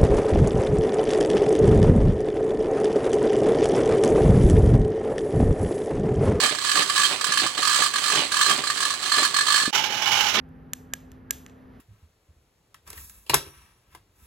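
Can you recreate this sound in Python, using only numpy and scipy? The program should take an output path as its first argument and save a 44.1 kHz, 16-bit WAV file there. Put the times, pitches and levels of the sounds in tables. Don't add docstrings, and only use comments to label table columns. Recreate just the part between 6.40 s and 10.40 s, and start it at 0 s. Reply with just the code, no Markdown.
import sys
import numpy as np
from scipy import signal
from scipy.fft import rfft, irfft, next_fast_len
from scipy.io import wavfile
from scipy.ndimage import uniform_filter1d

SR = 44100
rng = np.random.default_rng(int(sys.argv[2]) if len(sys.argv) > 2 else 0)


def master_out(mix):
    frames = np.transpose(np.atleast_2d(mix))
    ceiling = np.clip(frames, -1, 1)
    pcm = np.round(ceiling * 32767).astype(np.int16)
    wavfile.write(sys.argv[1], SR, pcm)


N = 176400


def amp(db):
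    return 10 ** (np.asarray(db) / 20)


def curve_at(points, hz):
    point_hz, values = np.transpose(points)
    return np.interp(np.log(hz + 1), np.log(point_hz + 1), values)


def convolved(x, response):
    return signal.fftconvolve(np.atleast_2d(x), np.atleast_2d(response), axes=1)[:, :N]


def body(x, colour, resonances=(), size=8192):
    hz = np.fft.rfftfreq(size, 1 / SR)
    lift = 1 + sum((amp(db) ** 2 - 1) / (1 + (2 * (hz - centre_hz) / width_hz) ** 2)
                   for centre_hz, width_hz, db in resonances)
    cepstrum = irfft(np.log(amp(curve_at(colour, hz)) * np.sqrt(np.abs(lift)) + 1e-6))
    cepstrum[1:size // 2] *= 2
    cepstrum[size // 2 + 1:] = 0
    response = irfft(np.exp(rfft(cepstrum)))
    return convolved(x, response / np.linalg.norm(response))


def bursts(times_s, levels_db, t60_s, attack_s=0.0024):
    power = np.bincount((np.abs(times_s) * SR).astype(int), amp(levels_db) ** 2, N)[:N]
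    t = np.arange(SR // 4) / SR
    envelope = amp(-60 * t / t60_s) * (1 - np.exp(-t / attack_s))
    return np.sqrt(np.abs(convolved(power, envelope ** 2))) * rng.standard_normal((2, N))


def rattle(rate_hz, spread_db, t60_s, count=4000):
    jitter, strength = rng.standard_normal((count, 2)).T
    times_s = (np.arange(count) + 0.5 * jitter) / rate_hz
    contacts = bursts(times_s, spread_db * np.clip(strength, -2, 2), t60_s)
    return contacts / np.sqrt(np.mean(contacts ** 2) + 1e-20)


def struck_modes(hits, modes, attack_s=0.001, detune=0.015):
    t = np.arange(SR // 8) / SR
    attack = 1 - np.exp(-t / attack_s)
    out = np.zeros((2, N + SR))
    for start_s, hit_db in hits:
        for hz, mode_db, t60_s in modes:
            pitch_jitter, jitter_db = rng.standard_normal(2)
            tone = np.sin(2 * np.pi * (hz * (1 + detune * pitch_jitter) * t + rng.random((2, 1))))
            decay = amp(hit_db + mode_db + jitter_db - 60 * t / t60_s)
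            out[:, round(start_s * SR):][:, :len(t)] += tone * decay * attack
    return out[:, :N]


# freq_hz, gain_db
AIR_COLOUR = [(25, -17), (120, 9.5), (500, -24), (2200, -10), (12000, -23)]


def workshop(x, echo_db=-6.5, t60_s=0.11, air_db=-55.5):
    t = np.arange(SR // 2) / SR
    tail = rng.standard_normal((2, len(t))) * amp(-60 * t / t60_s) * (t > 0.004)
    air = amp(air_db) * body(rng.standard_normal((2, N)), AIR_COLOUR)
    return x + amp(echo_db) * convolved(x, tail / np.linalg.norm(tail[0])) + air


# freq_hz, left_minus_right_db
HAUL_BALANCE = [(100, -1), (400, -3), (1700, -1.5), (3100, -9), (3700, -18), (6200, -15), (9000, -23),
                (14000, -11)]
RUN_BALANCE = [(100, -1.5), (1250, -1.5), (2100, -14.5), (3000, -21), (4300, -12.5), (6300, -26),
               (15000, -4.5)]
# freq_hz, coherence
COHERENCE = [(60, 1), (200, 1), (1300, 0.75), (2400, 0), (4000, 0.23)]


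def placed(pair, balance):
    size = next_fast_len(N + SR // 4)
    hz = np.fft.rfftfreq(size, 1 / SR)
    coherence = np.clip(curve_at(COHERENCE, hz), 0, 1)
    left_gain = amp(curve_at(balance, hz))
    angle = np.arccos(coherence) / 2
    mid, side = rfft(pair, size) * np.array([np.cos(angle), np.sin(angle)])
    mono_gain = np.sqrt(1 + left_gain ** 2 + 2 * coherence * left_gain) / 2
    return irfft(np.array([left_gain * (mid + side), mid - side]) / mono_gain, size)[:, :N]


def bump(start_s=3.278, pitch_hz=300, level_db=-10, attack_s=0.002, t60_s=0.02, sag_s=0.033):
    t = np.maximum(np.arange(N) / SR - start_s, 0)
    envelope = amp(level_db - 60 * t / t60_s) * (1 - np.exp(-t / attack_s))
    return envelope * np.sin(2 * np.pi * pitch_hz * t / (1 + t / sag_s))


# start_s, length_s, level_db
HAUL_SWINGS = [(0.004, 0.076, -37.5), (0.108, 0.028, -36), (1.15, 0.073, -46), (0.345, 0.09, -37),
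               (0.688, 0.077, -40.5), (0.885, 0.028, -38), (1.01, 0.057, -39), (1.38, 0.046, -38),
               (1.7, 0.17, -38), (2.065, 0.1, -40), (2.18, 0.029, -36), (2.765, 0.072, -38)]
RUN_SWINGS = [(3.33, 0.24, -59), (3.93, 0.18, -32)]
# freq_hz, gain_db
SLACK_COLOUR = [(30, -43), (80, -14.5), (135, -1.5), (370, 3), (560, 0), (800, 1.5), (1400, -1.5),
                (2300, 0.5), (4000, -0.5), (9000, -36.5)]


def slack_loop(swings, swing_db=8, rest_db=-40.5):
    t = np.arange(N) / SR
    gain = amp(rest_db)
    for start_s, length_s, db in swings:
        progress = np.clip((t - start_s) / length_s, 0, 1)
        gain = gain + amp(db + swing_db) * np.sqrt(np.abs(np.sin(np.pi * progress)))
    return body(gain * rattle(rate_hz=170, spread_db=2, t60_s=0.035), SLACK_COLOUR)


# start_s, pitch_hz, level_db
CLINKS = [(0.03, 3140, -21), (0.56, 3790, -27), (0.646, 3200, -13.5), (0.921, 4380, -17),
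          (0.921, 4880, -17.5), (0.997, 4580, -21.5), (1.559, 4280, -22), (1.779, 3070, -16),
          (1.799, 2950, -23), (2.055, 4110, -15), (2.111, 3160, -20)]


def clinks(t60_s=0.1):
    return sum(struck_modes([(start_s, db)], [(hz, 0, t60_s)]) for start_s, hz, db in CLINKS)


# time_s, level_db
RUN_ENVELOPE = [(3.33, -25), (3.4, -22.5), (3.48, -30), (3.57, -29), (3.66, -24.5), (3.73, -22.5),
                (3.86, -19.5), (3.915, -25), (3.96, -21.5), (4, -24)]
# start_s, level_db
RUN_CLASHES = [(3.349, -5.5), (3.392, -13), (3.439, -11.5), (3.522, -12.5), (3.62, -9.5), (3.672, -7.5),
               (3.716, -5.5), (3.79, -22)]
# pitch_hz, level_db, t60_s
RUN_MODES = [(835, -2, 0.05), (868, -3, 0.05), (2880, -3, 0.05), (3000, -2, 0.05)]
# freq_hz, gain_db
RUN_COLOUR = [(30, -21), (100, -7), (500, -10.5), (750, -1.5), (1050, 1.5), (1600, 5), (1880, -2),
              (3300, 3), (4000, -0.5), (4800, -3), (5500, 1), (6500, -2.5), (7600, -11.5), (8600, -21.5),
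              (10000, -16), (15800, -19)]
# centre_hz, width_hz, lift_db
RUN_RESONANCES = [(2220, 140, 7.7), (2956, 66, 9.7)]


def dull_run(start_s, ring_end_s=3.89, link_rate_hz=63, rattle_db=-3, clash_db=-10.5):
    envelope_s, envelope_db = np.transpose(RUN_ENVELOPE)
    gain = amp(rattle_db + np.interp(np.arange(N) / SR, envelope_s, envelope_db))
    rattling = gain * rattle(rate_hz=240, spread_db=4.5, t60_s=0.076)
    hits_s = np.arange(start_s, ring_end_s, 1 / link_rate_hz)
    ringing = struck_modes(zip(hits_s, np.interp(hits_s, envelope_s, envelope_db)), RUN_MODES)
    times_s, levels_db = np.transpose(RUN_CLASHES)
    clashes = bursts(times_s, levels_db + clash_db, t60_s=0.073)
    return ringing + body(rattling + clashes, RUN_COLOUR, RUN_RESONANCES)


# freq_hz, gain_db
STEEL_COLOUR = [(100, -28), (800, -19), (1150, -6), (2700, -1), (3400, 1.5), (4600, 4.5), (5800, -4.5),
                (7700, -4), (9800, -4.5), (12200, -24), (13500, -18.5), (15800, -16)]
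# centre_hz, width_hz, lift_db
STEEL_RESONANCES = [(1134, 84, 19.5), (1690, 81, 11.5), (3110, 120, 7.5), (4117, 41, 8.5), (4365, 34, 7.5),
                    (6215, 90, 10.5), (7500, 165, 9), (8020, 133, 11)]


def steel(contacts):
    return body(contacts, STEEL_COLOUR, STEEL_RESONANCES)


# start_s, release_s, level_db
PULLS = [(-.05, 0.026, -20.5), (0.21, 0.39, -21.5), (0.476, 0.664, -21.5), (.86, 1.01, -23.5),
         (1.184, 1.404, -20), (1.555, 1.773, -23), (1.91, 2.101, -21), (2.246, 2.457, -26.5),
         (2.62, 2.821, -22), (2.962, 3.183, -23)]


def jingle(level_db=-3.5, rest_db=-32.5, swell_db=7, attack_s=0.0036, coast_s=0.13):
    t = np.arange(N) / SR
    power = amp(rest_db) ** 2
    for start_s, release_s, db in PULLS:
        remaining = np.clip((release_s - t) / (release_s - start_s), 0, 1)
        attack = np.clip((t - start_s) / attack_s, 0, 1)
        coast = np.clip(1 - (t - release_s) / coast_s, 0, 1)
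        power = power + (amp(db - swell_db * remaining) * attack * coast) ** 2
    contacts = rattle(rate_hz=290, spread_db=1.5, t60_s=0.021)
    return amp(level_db) * steel(np.sqrt(power) * contacts)


# start_s, level_db
LINK_HITS = [(0.001, -16), (0.034, -14), (0.058, -14), (0.092, -19), (0.148, -21), (0.184, -21),
             (0.246, -18), (0.269, -17), (0.293, -14), (0.314, -13), (0.354, -14), (0.371, -14),
             (0.388, -15), (0.423, -16), (0.497, -14), (0.559, -14), (0.577, -12), (0.596, -13),
             (0.615, -15), (0.633, -12), (0.651, -14), (0.81, -17), (0.842, -13), (0.867, -17),
             (0.919, -15), (0.937, -18), (0.973, -12), (0.996, -15), (1.063, -16), (1.176, -19),
             (1.227, -14), (1.25, -14), (1.273, -11), (1.294, -15), (1.312, -17), (1.329, -15),
             (1.343, -14), (1.36, -14), (1.421, -12), (1.438, -14), (1.461, -17), (1.537, -18),
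             (1.558, -15), (1.582, -17), (1.638, -16), (1.658, -16), (1.68, -16), (1.7, -16), (1.721, -16),
             (1.751, -15), (1.918, -16), (1.941, -17), (1.967, -14), (1.989, -17), (2.011, -10),
             (2.027, -14), (2.062, -14), (2.095, -13), (2.11, -14), (2.237, -21), (2.271, -18), (2.3, -16),
             (2.374, -20), (2.403, -16), (2.427, -16), (2.451, -15), (2.503, -18), (2.537, -21),
             (2.626, -21), (2.658, -20), (2.718, -14), (2.74, -15), (2.762, -16), (2.781, -14), (2.83, -14),
             (2.849, -13), (2.942, -16), (2.964, -13), (2.986, -13), (3.008, -15), (3.067, -15),
             (3.084, -14), (3.103, -14), (3.121, -12), (3.141, -12), (3.159, -11), (3.177, -14),
             (3.199, -16), (3.225, -17), (3.254, -17)]
# pitch_hz, level_db, t60_s
HOUSING_MODES = [(1140, -6.5, .03), (1195, -2.5, .038), (1580, -8, .03), (1700, -3, .044)]
SINGING_MODES = [(1718, -5.5, 0.13), (4280, -2, 0.11)]


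def links_on_wheel(crack_db=0.5, housing_db=-2, singing_db=-4, singing_from_s=2.65):
    times_s, levels_db = np.transpose(LINK_HITS)
    cracks = steel(bursts(times_s, levels_db + crack_db, t60_s=0.045))
    late_hits = [(start_s, db) for start_s, db in LINK_HITS if start_s > singing_from_s]
    singing = amp(singing_db) * struck_modes(late_hits, SINGING_MODES)
    housing = amp(housing_db) * struck_modes(LINK_HITS, HOUSING_MODES)
    return cracks + housing + singing


def scene(gap_start_s=3.308, gap_end_s=3.328, gap_db=-28.5):
    t = np.arange(N) / SR
    hauled_chain = links_on_wheel() + clinks() + jingle() + slack_loop(HAUL_SWINGS)
    hauling = workshop(placed(hauled_chain, HAUL_BALANCE) + bump())
    running_chain = dull_run(gap_end_s) + slack_loop(RUN_SWINGS)
    running = workshop(placed(running_chain, RUN_BALANCE))
    gates = np.array([t < gap_start_s, t > gap_end_s], float)
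    before, after = uniform_filter1d(gates, size=90, axis=1)
    gap = (1 - before) * (1 - after)
    return hauling * before + running * (after + amp(gap_db) * gap)


def record(dry, limit=0.45, cutoff_hz=15950):
    rounded = dry / (1 + (dry / limit) ** 6) ** (1 / 6)
    size = next_fast_len(N + SR // 4)
    passband = np.fft.rfftfreq(size, 1 / SR) < cutoff_hz
    return irfft(rfft(rounded, size) * passband, size)[:, :N]


dry = scene()
out = record(dry)
master_out(out)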